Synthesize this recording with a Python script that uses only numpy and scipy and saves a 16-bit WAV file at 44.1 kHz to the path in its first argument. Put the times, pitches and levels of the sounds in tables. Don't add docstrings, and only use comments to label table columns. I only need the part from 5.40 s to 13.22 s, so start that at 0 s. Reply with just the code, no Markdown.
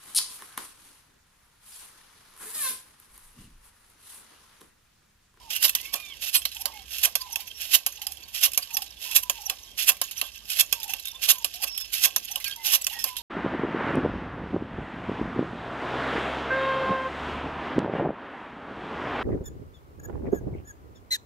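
import sys
import numpy as np
from scipy import signal
from scipy.fft import irfft
from scipy.io import wavfile
from scipy.ndimage import uniform_filter1d

SR = 44100
rng = np.random.default_rng(int(sys.argv[2]) if len(sys.argv) > 2 else 0)


def unload_wav(signal):
    wavfile.write(
        sys.argv[1],
        SR,
        np.round(np.clip(np.atleast_2d(signal).T, -1, 1) * 32767).astype(np.int16),
    )


def magnitude_from_level(level_db):
    exponent = np.asarray(level_db, float) / 20
    return 10 ** exponent


N = 344862

PLACES = 5
TOP_S = 0.1
CONTACT_MS, LATCH_FALL_MS = 0.4, 3.2

# (frequency [Hz], width [Hz], level [dB])
TUBE_MODES = [(277, 230, -11.5), (562.5, 83, -4.5), (729, 111, 0), (1100, 115, 4), (1610, 33, 10)]
# (frequency [Hz], gain [dB])
RIGHT_PORT = [(300, 3), (1000, 7), (1900, -7), (2700, 3), (4200, -2), (5500, 2), (7300, -7.5),
              (9300, -21.5), (10200, -8), (11000, 3.5), (11800, 5.5), (13000, 1), (15600, -12.5),
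              (16300, -61)]
# (time [s], level [dB], ring [Hz], treble [dB], tube level [dB])
LATCH_CLACKS = [(0.3505, -13.5, 6340, 0.5, -47), (1.0527, -16.5, 4150, -2.5, -47),
                (1.7537, -14, 4300, 3, -38), (2.4638, -16, 6900, 7, -40.5), (3.176, -13.5, 2300, 4.5, -37),
                (3.8973, -15, 7000, 2, -36), (4.615, -15, 5060, 1, -35.5), (5.326, -11.5, 6800, 2, -39.5),
                (6.0455, -14, 7030, 1, -39.5), (6.7622, -13.5, 5600, 0.5, -38),
                (7.4672, -15.5, 7060, -.6, -46.5)]
# (time [s], level [dB], ring [Hz], treble [dB], tube level [dB])
LATCH_RELEASES = [(1.256, -17, 4930, 0.5, -43), (1.958, -18.5, 6600, 2, -51), (2.6681, -21, 5080, 2, -58),
                  (3.369, -15.5, 5040, 0.5, -51), (4.0976, -15.5, 5090, -2, -45),
                  (4.814, -17, 2690, -0.5, -43.5), (5.5363, -21.5, 2870, 0.5, -52),
                  (6.958, -21, 2960, 5.5, -48.5), (7.6409, -16, 5140, 3.5, -42)]


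def evened(x):
    return x / np.sqrt(np.mean(x ** 2) + 1e-20)


def read(points, hz):
    f, value = np.transpose(points)
    return np.interp(np.log(hz + 1), np.log(f + 1), value)


def add(mix, s, sound):
    part = mix[round(s * SR):][:len(sound)]
    part += sound[:len(part)]


def from_tops(x):
    return x[..., round(TOP_S * SR):][..., :N]


def phase(hz):
    return 2 * np.pi * np.cumsum(hz) / SR


def resonate(x, hz, width):
    r = np.exp(-np.pi * width / SR)
    if np.ndim(hz) == 0:
        return 2 * signal.lfilter([1 - r], [1, -r * np.exp(2j * np.pi * hz / SR)], x + 1e-18).real
    turn = np.exp(1j * phase(hz))
    return 2 * (turn * signal.lfilter([1 - r], [1, -r], x * turn.conj() + 1e-18)).real


def body(x, modes):
    return sum((-1) ** k * magnitude_from_level(db) * resonate(x, hz, width) for k, (hz, width, db) in enumerate(modes))


def high_pass(x, order, hz):
    return signal.sosfilt(signal.butter(order, hz, "high", fs=SR, output="sos"), x)


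def seeds(shape, share, spread_db):
    size = magnitude_from_level(spread_db * np.minimum(rng.exponential(1, shape), 4)) * rng.choice([-1., 1.], shape)
    return evened(size * (rng.random(shape) < share))


def swell(db, rise_ms, fall_ms):
    ms = np.arange(round(.25 * SR)) / SR * 1000 - 1000 * TOP_S
    rise, fall = np.clip([rise_ms, fall_ms], .3, 40)
    hard = rise < 3
    if hard:
        rise = .4
    fade = np.where(ms < 0, (abs(ms) / rise) ** 1.4, (abs(ms) / fall) ** .85)
    tail = magnitude_from_level(-16.5 - 9 * ms / 22) * (ms > 0)
    crack = magnitude_from_level(-2.5 - 9 * abs(ms) / 0.28) * (ms > 0) * hard
    return magnitude_from_level(db) * (magnitude_from_level(-9 * fade) + tail + crack) * signal.windows.tukey(len(ms), .1)


def air():
    # (frequency [Hz], level [dB per Hz])
    air_colour = [(30, -3), (44, 6), (59, -3), (180, -11.5), (1130, -13.5), (1370, -21.5), (2690, -5),
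                  (8590, 0.5), (11900, 8), (16000, -28)]
    frames, hz = N // 256 + 5, np.fft.rfftfreq(1024, 1 / SR)
    a, b, c, d, patches = rng.standard_normal((frames, 513, 5)).T
    patches = evened(uniform_filter1d(uniform_filter1d(patches, 8, 0), 20, 1))
    patches = 2.8 * patches * (hz[:, None] > 150)
    shared, left = .35, a + 1j * b
    z = np.array([left, shared * left + np.sqrt(1 - shared ** 2) * (c + 1j * d)])
    z *= magnitude_from_level(read(air_colour, hz)[:, None] + patches) / (1 + (hz[:, None] / 2500) ** 2)
    wash = magnitude_from_level(-54.5) * evened(signal.istft(z, nperseg=1024, noverlap=768)[1][:, :N])
    return high_pass(wash, 4, 36) * magnitude_from_level(np.array([[-1.5], [1.5]]))


def far_engine():
    # (time [s], pitch [Hz], level [dB])
    drone_course = [(0, 55.3, -64), (1.6, 60.8, -62), (2.6, 72.6, -67.5), (4, 50.9, -69), (7.82, 47.6, -65)]
    s, hz, db = np.transpose(drone_course)
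    t = np.arange(N) / SR
    hz = np.interp(t, s, hz)
    drone = evened(resonate(resonate(rng.standard_normal(N), hz, 2.3), hz, 2.3))
    return magnitude_from_level(np.interp(t, s, db)) * drone * magnitude_from_level(np.array([[-3.], [3.]]))


def whistles():
    # (time [s], length [s], first pitch [Hz], last pitch [Hz], level at the right port [dB])
    whistle_calls = [(0, 0.13, 988, 780, -49.5), (0.1, 0.12, 2840, 2750, -38),
                     (0.326, 0.07, 2590, 3060, -43), (0.618, 0.11, 3650, 3440, -45.5),
                     (0.703, 0.045, 3420, 2510, -43), (1.254, 0.18, 938, 725, -49),
                     (1.316, 0.13, 2140, 2270, -58), (1.4, 0.022, 3270, 3220, -46),
                     (1.785, .17, 1045, 877, -46.5), (2.012, 0.086, 1030, 915, -59),
                     (2.1, 0.021, 3150, 3260, -43), (2.14, .06, 5570, 5550, -46),
                     (2.755, 0.045, 3570, 3080, -66), (2.835, .015, 4500, 4460, -44.5),
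                     (3.285, 0.16, 933, 762, -50.5), (3.47, 0.047, 4030, 3240, -52),
                     (3.568, 0.015, 3490, 3330, -41), (3.817, 0.21, 1010, 854, -49.5),
                     (3.981, 0.049, 865, 720, -49.5), (4.27, 0.075, 3200, 3190, -54.5),
                     (4.842, 0.059, 3100, 3170, -51), (4.98, 0.055, 3250, 2820, -56),
                     (5.342, 0.13, 960, 766, -48), (5.641, 0.075, 3720, 3550, -40.5),
                     (5.745, 0.023, 3530, 3580, -40), (5.934, 0.11, 1040, 850, -48),
                     (6.142, 0.058, 708, 760, -55), (6.267, 0.2, 5450, 5220, -35),
                     (7.043, 0.042, 2570, 2160, -35), (7.046, 0.087, 1610, 1635, -47.5),
                     (7.06, 0.019, 4450, 4480, -35), (7.109, 0.03, 3260, 3180, -37),
                     (7.122, 0.017, 4430, 4600, -46), (7.155, .17, 939, 750, -47.5),
                     (7.169, 0.253, 2060, 1990, -51.5), (7.523, 0.093, 1920, 1830, -45.5),
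                     (7.663, 0.17, 1027, 901, -45)]
    out = np.zeros(N)
    for s, length, hz0, hz2, db in whistle_calls:
        hz1 = hz0 + 0.337 * (hz2 - hz0)
        u = np.linspace(0, 2, round(length * SR))
        hz = np.polyval(np.polyfit([0, 1, 2], [hz0, hz1, hz2], 2), u)
        shape = signal.windows.tukey(len(u), .25) * magnitude_from_level(-2.5 * u)
        add(out, s, magnitude_from_level(db - read(RIGHT_PORT, hz1)) * np.sin(phase(hz)) * shape)
    return out


def trills():
    # (time [s], length [s], pitch [Hz], wobble [turns/s], level at the right port [dB])
    trill_calls = [(1.147, 0.17, 838, 20.4, -51), (1.833, 0.19, 872, 31.6, -49),
                   (2.577, .15, 819, 23, -50.5), (3.31, 0.13, 819, 27, -48),
                   (3.647, 0.096, 950, 24.5, -51.5), (4.022, 0.12, 820, 19.7, -48.5),
                   (5.447, 0.11, 832, 23, -45), (5.724, 0.072, 974, 13, -55),
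                   (6.197, 0.055, 808, 37, -47.5), (6.892, 0.11, 795, 18, -50),
                   (7.506, 0.084, 876, 18.4, -46)]
    out = np.zeros(N)
    for s, length, hz, turns, db in trill_calls:
        wobble = 2 * np.pi * turns * np.arange(round(length * SR)) / SR
        pitch = hz * (1 - 0.093 * np.cos(wobble))
        pulse = (1 - 0.6 * np.cos(wobble + 1.6)) * signal.windows.tukey(len(wobble), .3)
        add(out, s, magnitude_from_level(db - 2.5 - read(RIGHT_PORT, hz)) * pulse * np.sin(phase(pitch)))
    return out


def arching_cry():
    # (time [s], pitch [Hz], level [dB])
    cry_course = [(.3, 830, -68), (.37, 960, -60), (.46, 1090, -58), (.54, 1170, -58), (.61, 1230, -57),
                  (.7, 1150, -57), (.73, 1090, -61), (.76, 890, -66)]
    cry_harmonics = [-14, 8.5, -3]
    s, hz, db = np.transpose(cry_course)
    t = np.arange(s[0], s[-1], 1 / SR)
    turn = phase(np.interp(t, s, hz))
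    tones = sum(magnitude_from_level(d) * np.sin((k + 1) * turn) for k, d in enumerate(cry_harmonics))
    out = np.zeros(N)
    add(out, s[0], magnitude_from_level(np.interp(t, s, db)) * tones * signal.windows.tukey(len(t), .05))
    return out


def birds():
    out = whistles() + trills() + arching_cry()
    out *= magnitude_from_level(2.8 * evened(uniform_filter1d(rng.standard_normal(N), 260)))
    echo = rng.standard_normal(4000) * magnitude_from_level(-60 * np.arange(4000) / SR / 0.13)
    smear = signal.oaconvolve(out, echo / np.linalg.norm(echo))[:N]
    return magnitude_from_level(3.5) * (out + magnitude_from_level(-5) * smear)


def hinge_squeaks():
    # (time [s], length [s], first pitch [Hz], last pitch [Hz], level at the right port [dB])
    squeak_glides = [(1.205, .02, 5900, 5200, -41), (1.808, 0.015, 4240, 5220, -32),
                     (1.917, 0.027, 6600, 5310, -37), (2.069, .01, 6800, 6270, -52),
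                     (2.52, 0.011, 5940, 7000, -40), (2.556, 0.011, 6800, 5900, -45),
                     (2.831, 0.0076, 7300, 5800, -49), (3.221, 0.013, 4410, 5100, -33),
                     (3.335, 0.025, 6700, 5340, -33), (3.501, 0.016, 6670, 4430, -50),
                     (4.01, 0.015, 6650, 5740, -48), (4.054, 0.022, 6400, 5430, -32),
                     (4.229, .012, 6700, 5500, -47), (4.631, 0.015, 6340, 6760, -35),
                     (4.774, 0.014, 6130, 5600, -33), (4.932, 0.017, 5660, 5900, -49),
                     (4.976, 0.007, 6900, 5400, -46), (5.259, 0.0076, 6700, 7200, -41),
                     (5.494, 0.011, 6300, 6000, -38), (5.712, .01, 6540, 5100, -43),
                     (5.98, 0.023, 6420, 7030, -45), (6.778, 0.01, 6200, 6450, -31),
                     (6.853, 0.011, 6860, 7200, -53), (6.91, 0.021, 6400, 5760, -35),
                     (7.156, .012, 6600, 5000, -51), (7.413, 0.016, 7800, 7780, -37.5),
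                     (7.442, .008, 6200, 5000, -28.5)]
    out = np.zeros(N)
    for s, length, hz0, hz1, db in squeak_glides:
        hz = np.linspace(hz0, hz1, round(length * SR))
        turn = phase(hz)
        tone = np.sin(turn) + magnitude_from_level(-7.5) * np.sin(2 * turn)
        add(out, s, magnitude_from_level(db + 5.5 - read(RIGHT_PORT, hz0)) * np.hanning(len(hz)) ** .5 * tone)
    return out * (1 + 0.2 * evened(uniform_filter1d(rng.standard_normal(N), size=40)))


def spring():
    # (frequency [Hz], width [Hz], level [dB])
    spring_modes = [(10940, 22, 1), (12000, 30, -10), (14310, 28, 4), (8180, 30, 6)]
    # (time [s], level [dB], rise [ms], fall [ms])
    spring_twangs = [(.962, -7, 3.2, 9.6), (2.62, -36, 2.7, 5.0), (2.715, -17, 4, 3.8),
                     (3.417, -22, 2.5, 11)]
    pluck = np.zeros(N + SR)
    for s, db, *_ in LATCH_CLACKS + LATCH_RELEASES:
        add(pluck, s, swell(db - 39.0, CONTACT_MS, LATCH_FALL_MS))
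    for s, *shape in spring_twangs:
        add(pluck, s, swell(*shape))
    return magnitude_from_level(7.5) * body(from_tops(pluck * rng.standard_normal(N + SR)), spring_modes)


def slide_level():
    # (time [s], length [s], first level [dB], middle level [dB], last level [dB])
    seed_slides = [(0.098, 0.077, -29.5, -49, -43), (0.808, 0.063, -31.5, -43, -35),
                   (1.495, 0.14, -36, -46, -32.5), (2.177, 0.14, -37, -48, -24),
                   (2.933, 0.087, -32.5, -45, -21.5), (3.603, 0.092, -35, -49, -31),
                   (4.373, 0.074, -29, -33.5, -51), (5.081, 0.089, -33.5, -41.5, -29.5),
                   (5.814, 0.048, -29, -31.5, -49), (6.522, 0.11, -31, -40.5, -23.5),
                   (7.239, 0.095, -29.5, -36.5, -31)]
    t, slide = np.arange(N) / SR, np.zeros(N)
    for s, length, first_db, middle_db, last_db in seed_slides:
        lead = max(0.0059 * (-27 - first_db), .002)
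        start = s + lead / 2
        times = [s - lead / 2, start, start + length / 2, start + length]
        db = [first_db - 24, first_db, middle_db, last_db]
        slide += magnitude_from_level(np.interp(t, times, db, -200, -200))
    quick, slow = (signal.lfilter([a], [1, a - 1], slide) for a in (.006, .0012))
    return np.maximum(quick, magnitude_from_level(3.5) * slow)


def rolling_level():
    # (time after the clack [s], level [dB])
    roll_course = [
        (-.01, -0.1),
        (.07, 4),
        (.28, 2.6),
        (.4, -2),
    ]
    roll_levels = [-46.5, -48.5, -48.5, -51, -47, -48, -48, -45, -44.5, -45, -46]
    course = [(0.01, -53.5)]
    for clack, left_db in zip(LATCH_CLACKS, roll_levels):
        course += [(clack[0] + s, left_db + db) for s, db in roll_course]
    return magnitude_from_level(np.interp(np.arange(N) / SR, *np.transpose(course)))


def loose_seeds():
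    slide, level = slide_level(), rolling_level()
    clumps = rng.standard_normal((2, PLACES, N // 256 + 2))
    clumps = evened(uniform_filter1d(clumps, size=2, axis=2))
    clumps = evened(clumps + .35 * clumps[:, :1])
    slide_db, trickle_db = np.repeat(clumps, 256, axis=2)[..., :N] * [[[2.5]], [[5.0]]]
    rolling = seeds((PLACES, N), .03, 3.1) * level * magnitude_from_level(trickle_db - 15.5)
    hops = signal.lfilter([1], [1, -.994], abs(seeds((PLACES, N), .00012, 3.0)))
    rolling = rolling + magnitude_from_level(-26.0) * level * evened(hops) * rng.standard_normal((PLACES, N))
    sliding = magnitude_from_level(slide_db - 5.5) * slide * seeds((PLACES, N), 0.021, 2.8)
    pitches = np.geomspace(2900, 6800, PLACES)
    ticks = [resonate(x, hz, 1520) for x, hz in zip(rolling + magnitude_from_level(-10.0) * sliding, pitches)]
    return sliding + magnitude_from_level(-5.5) * rolling + magnitude_from_level(9.5) * np.array(ticks)


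def brightened(rows):
    return [(*row, 12 * np.exp(-abs(row[3]) / 3.4)) for row in rows]


def small_blows():
    # (time [s], level [dB], fall [ms], ring [Hz])
    seed_ticks = [(0.2808, -23.5, 5.9, 3480), (0.556, -30, 9.4, 7200), (0.601, -39, 11, 2360),
                  (1.019, -34.5, 6.8, 3150), (1.118, -39, 16, 4100), (1.1483, -37, 17, 7500),
                  (1.168, -38.5, 6.6, 3050), (1.3394, -46, 5, 2150), (1.584, -26.5, 2.6, 2670),
                  (1.615, -33, 4, 2620), (1.901, -46, 2.2, 3150), (2.524, -41, 15, 6300),
                  (2.6181, -30.5, 9.9, 6170), (2.722, -30, 1.6, 6950), (2.772, -42, 3.7, 3230),
                  (2.883, -44.5, 23, 3200), (3.013, -30, 4.3, 4530), (3.082, -39, 2.3, 3300),
                  (3.119, -32, 2.7, 7600), (3.1346, -26, 3, 3170), (3.147, -30, 4.7, 3020),
                  (3.307, -38.5, 6.1, 2670), (3.4208, -29.5, 5.9, 5050), (3.713, -30.5, 6.5, 2580),
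                  (4.519, -31, 3.6, 2680), (4.64, -35, 18, 6900), (4.687, -43, 11, 2550),
                  (4.712, -31, 8.5, 6600), (5.055, -45, 11, 5000), (5.4016, -35, 5.4, 5300),
                  (5.432, -29.5, 5, 3580), (5.481, -35, 2.4, 3160), (5.5986, -36, 4.2, 4050),
                  (5.656, -29, 4.2, 3860), (5.6828, -30.5, 5, 3960), (5.984, -33, 2, 6760),
                  (6.0257, -44, 2.6, 3280), (6.14, -35.5, 13, 5500), (6.225, -28, 4.7, 2850),
                  (6.356, -46, 3.2, 5310), (6.4108, -31, 7.9, 3520), (7.002, -37, 25, 2130),
                  (7.044, -26, 11, 3330), (7.066, -37, 5.4, 2470), (7.098, -37, 2, 3520),
                  (7.1626, -34.5, 1.7, 6000), (7.4467, -27, 2, 5160), (7.499, -35.5, 11, 2820),
                  (7.5897, -33.5, 53, 5400), (7.768, -27.5, 8, 3670)]
    # (time of the top [s], level [dB], rise [ms], fall [ms], ring [Hz])
    soft_shuffles = [(.2938, -18, 2.1, 3.3, 4170), (.4156, -36, 6.3, .6, 6800), (.4525, -38, 8.2, 21, 2200),
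                     (1.2207, -33.5, 15, 0.52, 5700), (1.8189, -36, 14, 5.9, 4650),
                     (1.9321, -36, 7.2, 0.46, 6000), (2.0054, -35, 8.2, 15, 2400),
                     (2.0758, -39.5, 7.2, 11, 6250), (3.2267, -33.5, 3.6, 13, 4600),
                     (3.3484, -33, 12, 0.5, 6140), (3.8358, -29, 6.6, 1.2, 6100),
                     (4.0249, -42, 16, 2.4, 5670), (4.0678, -44, 13, 0.56, 5760),
                     (4.7876, -34.5, 19, 21, 6300), (4.8664, -41, 46, 9.9, 3360),
                     (5.503, -29, 8.3, 7.5, 6400), (6.159, -37.5, 5.8, 6.2, 3900),
                     (6.2832, -33, 14, 3.8, 2630), (6.377, -23.5, 2.6, 3.3, 3530),
                     (6.8554, -37, 11, 0.68, 6940), (6.9183, -34, 7.3, 0.78, 6300),
                     (7.4216, -32.5, 7.2, 0.48, 7800), (7.5359, -34, 18, 12, 2000),
                     (7.6895, -33, 34, 4.6, 2100)]
    single = [(s - .001, db, .4, fall, hz) for s, db, fall, hz in seed_ticks]
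    return brightened(soft_shuffles + single)


def knocks():
    # (time of the top [s], level [dB], rise [ms], fall [ms], ring [Hz])
    further_blows = [(.165, -25.5, 14, 6.4, 2890), (.895, -32, 19, 3.3, 2630), (2.219, -31.5, 7, 4.1, 2500),
                     (2.256, -51, 3.5, 10, 2630), (2.808, -49, 4.4, 6, 3300), (2.957, -41, 1, 15, 2860),
                     (3.061, -17, 7.1, 3, 2930), (4.044, -47, 1, 3.4, 2840), (4.261, -54, 4.8, 9.4, 3660),
                     (4.428, -29, 8.2, 1.5, 2870), (4.568, -40, 1, 4.6, 2270), (4.771, -39, 1, 2.3, 2650),
                     (4.957, -41.5, 1, 6, 2730), (5.103, -24.5, 3.8, 5.8, 2510), (5.441, -30, 1, 3.8, 7240),
                     (5.524, -41, 1, 2.8, 4090), (5.567, -42, 4, 4, 3240), (5.671, -33, 1, 6, 3600),
                     (5.917, -16.5, 11, 1.9, 3860), (5.955, -37, 1, 1.3, 2620), (6.402, -35, 1, 4.4, 5360),
                     (6.541, -22, 7.8, 3.1, 2400), (7.079, -28, 1, 5, 2120), (7.115, -44, 38, 12, 3600),
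                     (7.268, -24, 19, 4.6, 5850), (7.729, -47, 1, 5, 3700), (7.784, -35, 7.2, 8.5, 3700)]
    return brightened(further_blows)


def blows():
    # (time of the top [s], level [dB], rise [ms], fall [ms], tube level [dB])
    soil_crunches = [(0.2285, -15, 3.2, 1.2, -55), (0.252, -14.5, 22.5, 9.7, -41.5),
                     (0.5428, -20.5, 7.9, 2.1, -41.5), (0.9563, -14, 13.7, 9.9, -46.5),
                     (1.6365, -15, 4.6, 7.6, -47.5), (1.6562, -14, 11.4, 1.8, -42),
                     (2.354, -10.5, 16.6, 3.6, -46), (3.0363, -15, 5.2, 8.6, -49),
                     (3.0542, -18, 24, 0.93, -47), (3.7635, -11, 9.9, 9.7, -46.5),
                     (4.494, -10.5, 15, 5.2, -38.5), (5.198, -15, 6.1, 2.8, -48.5),
                     (5.212, -13, 17, 2.6, -50.5), (5.889, -16, 3.3, 15, -44.5), (5.907, -12, 15, 5.4, -46),
                     (6.2438, -21, 15, 1.3, -45), (6.637, -16.5, 2.6, 5.5, -54),
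                     (6.656, -14, 20.4, 3.9, -41.5), (7.3358, -17.5, 10, 6.7, -42.5),
                     (7.3568, -17, 34, 3.5, -50)]
    rings = rng.uniform(4190, 7800, len(soil_crunches))
    on_jaw = [(*row[:4], hz, 2) for row, hz in zip(soil_crunches, rings)]
    on_tube = [(row[0], row[-1], 9.6, 18.7, -1) for row in soil_crunches]
    for clacks, fall_ms, tube_fall_ms in (LATCH_CLACKS, LATCH_FALL_MS, 7.1), (LATCH_RELEASES, 2.57, 19.7):
        on_jaw += [(s, db, CONTACT_MS, fall_ms, hz, treble_db) for s, db, hz, treble_db, _ in clacks]
        on_tube += [(row[0], row[-1], CONTACT_MS, tube_fall_ms, -1.5) for row in clacks]
    return on_jaw + small_blows(), on_tube


def strikes(rattles):
    out = np.zeros((PLACES, N + SR))
    size = round(.25 * SR)
    low_pass = signal.butter(2, 8500, fs=SR, output="sos")
    taps, bends = seeds((len(rattles), size), .4, 2.8), rng.uniform(-1, 1, len(rattles))
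    for k, (s, db, rise_ms, fall_ms, hz, treble_db) in enumerate(rattles):
        level = swell(db, rise_ms, fall_ms)
        heard = np.flatnonzero(level > magnitude_from_level(db - 60))
        part = slice(heard[0], heard[-1])
        level = level[part]
        blow = taps[k, part] * level
        blow = blow * np.linalg.norm(level) / np.linalg.norm(blow)
        dull = signal.sosfilt(low_pass, blow)
        pitch = hz * (1 + 0.64 * bends[k] * (np.arange(size)[part] / SR - TOP_S))
        ring = resonate(blow, pitch, 152) + magnitude_from_level(-20.5) * resonate(blow, 2 * pitch, 370)
        ring = magnitude_from_level(-.25 * (db + 20.0) + 8.0) * ring
        sound = magnitude_from_level(-treble_db / 2) * (dull + ring) + magnitude_from_level(treble_db / 2) * (blow - dull)
        add(out[k % PLACES], s + heard[0] / SR, sound)
    return from_tops(out)


def tube(thuds):
    out, size = np.zeros(N + SR), round(SR / 4)
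    chance = rng.uniform(-1.33, 1, (len(thuds), len(TUBE_MODES), 2))
    for (s, *shape, tilt_db), luck in zip(thuds, chance):
        noise, level = rng.standard_normal(size), swell(*shape)
        for (hz, width, db), (a, b) in zip(TUBE_MODES, luck):
            db = db + 1.5 * b + tilt_db * np.log2(hz / 1000)
            ring = resonate(noise * level, hz * (1 + .025 * a), width)
            share = np.linalg.norm(level) * np.sqrt(np.pi * width / SR) / np.linalg.norm(ring)
            add(out, s, magnitude_from_level(db) * ring * share)
    return magnitude_from_level(15.0) * from_tops(high_pass(out, 2, 300))


def jaw(taps):
    # (frequency [Hz], width [Hz], level [dB])
    jaw_modes = [(2670, 91, 1.5)]
    out = high_pass(taps, 4, 2000)
    return magnitude_from_level(3.0) * np.array([x + magnitude_from_level(-1.5) * body(x, jaw_modes) for x in out])


def planter():
    rattles, thuds = blows()
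    loose = loose_seeds()
    taps = strikes(rattles) + strikes(knocks()) + loose
    rumble = magnitude_from_level(-5.0) * body(loose[1], TUBE_MODES[1:3])
    hum = magnitude_from_level(39.5) * body(np.tanh(loose[0] * 300) / 300, [(1595, 45, -20)])
    return jaw(taps), tube(thuds) + rumble + hum


def reflections(count):
    lag = np.arange(900)
    bounce = rng.standard_normal((count, 2, 900)) * magnitude_from_level(-60 * lag / SR / 0.018) * (lag > 6)
    bounce = magnitude_from_level(-2.0) * bounce / np.linalg.norm(bounce, axis=2, keepdims=True)
    bounce[-2:] *= magnitude_from_level(-12)
    return bounce + (lag == 0)


def ports(lanes, bounce):
    # (frequency [Hz], gain [dB])
    left_port = [(300, 0.5), (1000, 0), (2700, -18.5), (3300, -9), (5000, -10), (8500, -8.5), (9300, -3),
                 (10000, -6.5), (10700, -25.5), (13500, -8.5), (15600, -49), (16300, -59)]
    # (frequency [Hz], phase [rad])
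    left_lead = [(0, 0), (600, 0), (860, 1.2), (1150, .3), (2500, 0), (4900, 2.3), (7500, 6), (10400, 7.7),
                 (11800, 12), (13400, 14.3), (15200, 16.5)]
    hz = np.fft.rfftfreq(2048, 1 / SR)
    lead = read(left_lead, hz)
    gain = np.array([magnitude_from_level(read(left_port, hz)), magnitude_from_level(read(RIGHT_PORT, hz)) * np.exp(-1j * lead)])
    log_gain = np.log(abs(gain[1]))
    least_phase = -signal.hilbert(np.r_[log_gain, log_gain[-2:0:-1]]).imag[:len(hz)]
    causal = least_phase + lead - 2 * np.pi * hz * 7 / SR
    colour = np.roll(irfft(gain * np.exp(1j * causal)), 256, 1)[:, :512] * np.hanning(512)
    heard = signal.oaconvolve(lanes[:, None], bounce, axes=2).sum(0)
    return signal.oaconvolve(heard, colour, axes=1)[:, 256:N + 256]


def scene():
    jaw_lanes, hollow = planter()
    lanes = np.vstack([jaw_lanes, hollow + hinge_squeaks() + spring(), birds()])
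    return ports(lanes, reflections(count=PLACES + 2)) + air() + far_engine()


def roll_off(x):
    return signal.sosfilt(signal.butter(12, 16990, fs=SR, output="sos"), x)


def record(dry):
    return roll_off(np.clip(dry, -1, 1))


dry = scene()
out = record(dry)
unload_wav(out)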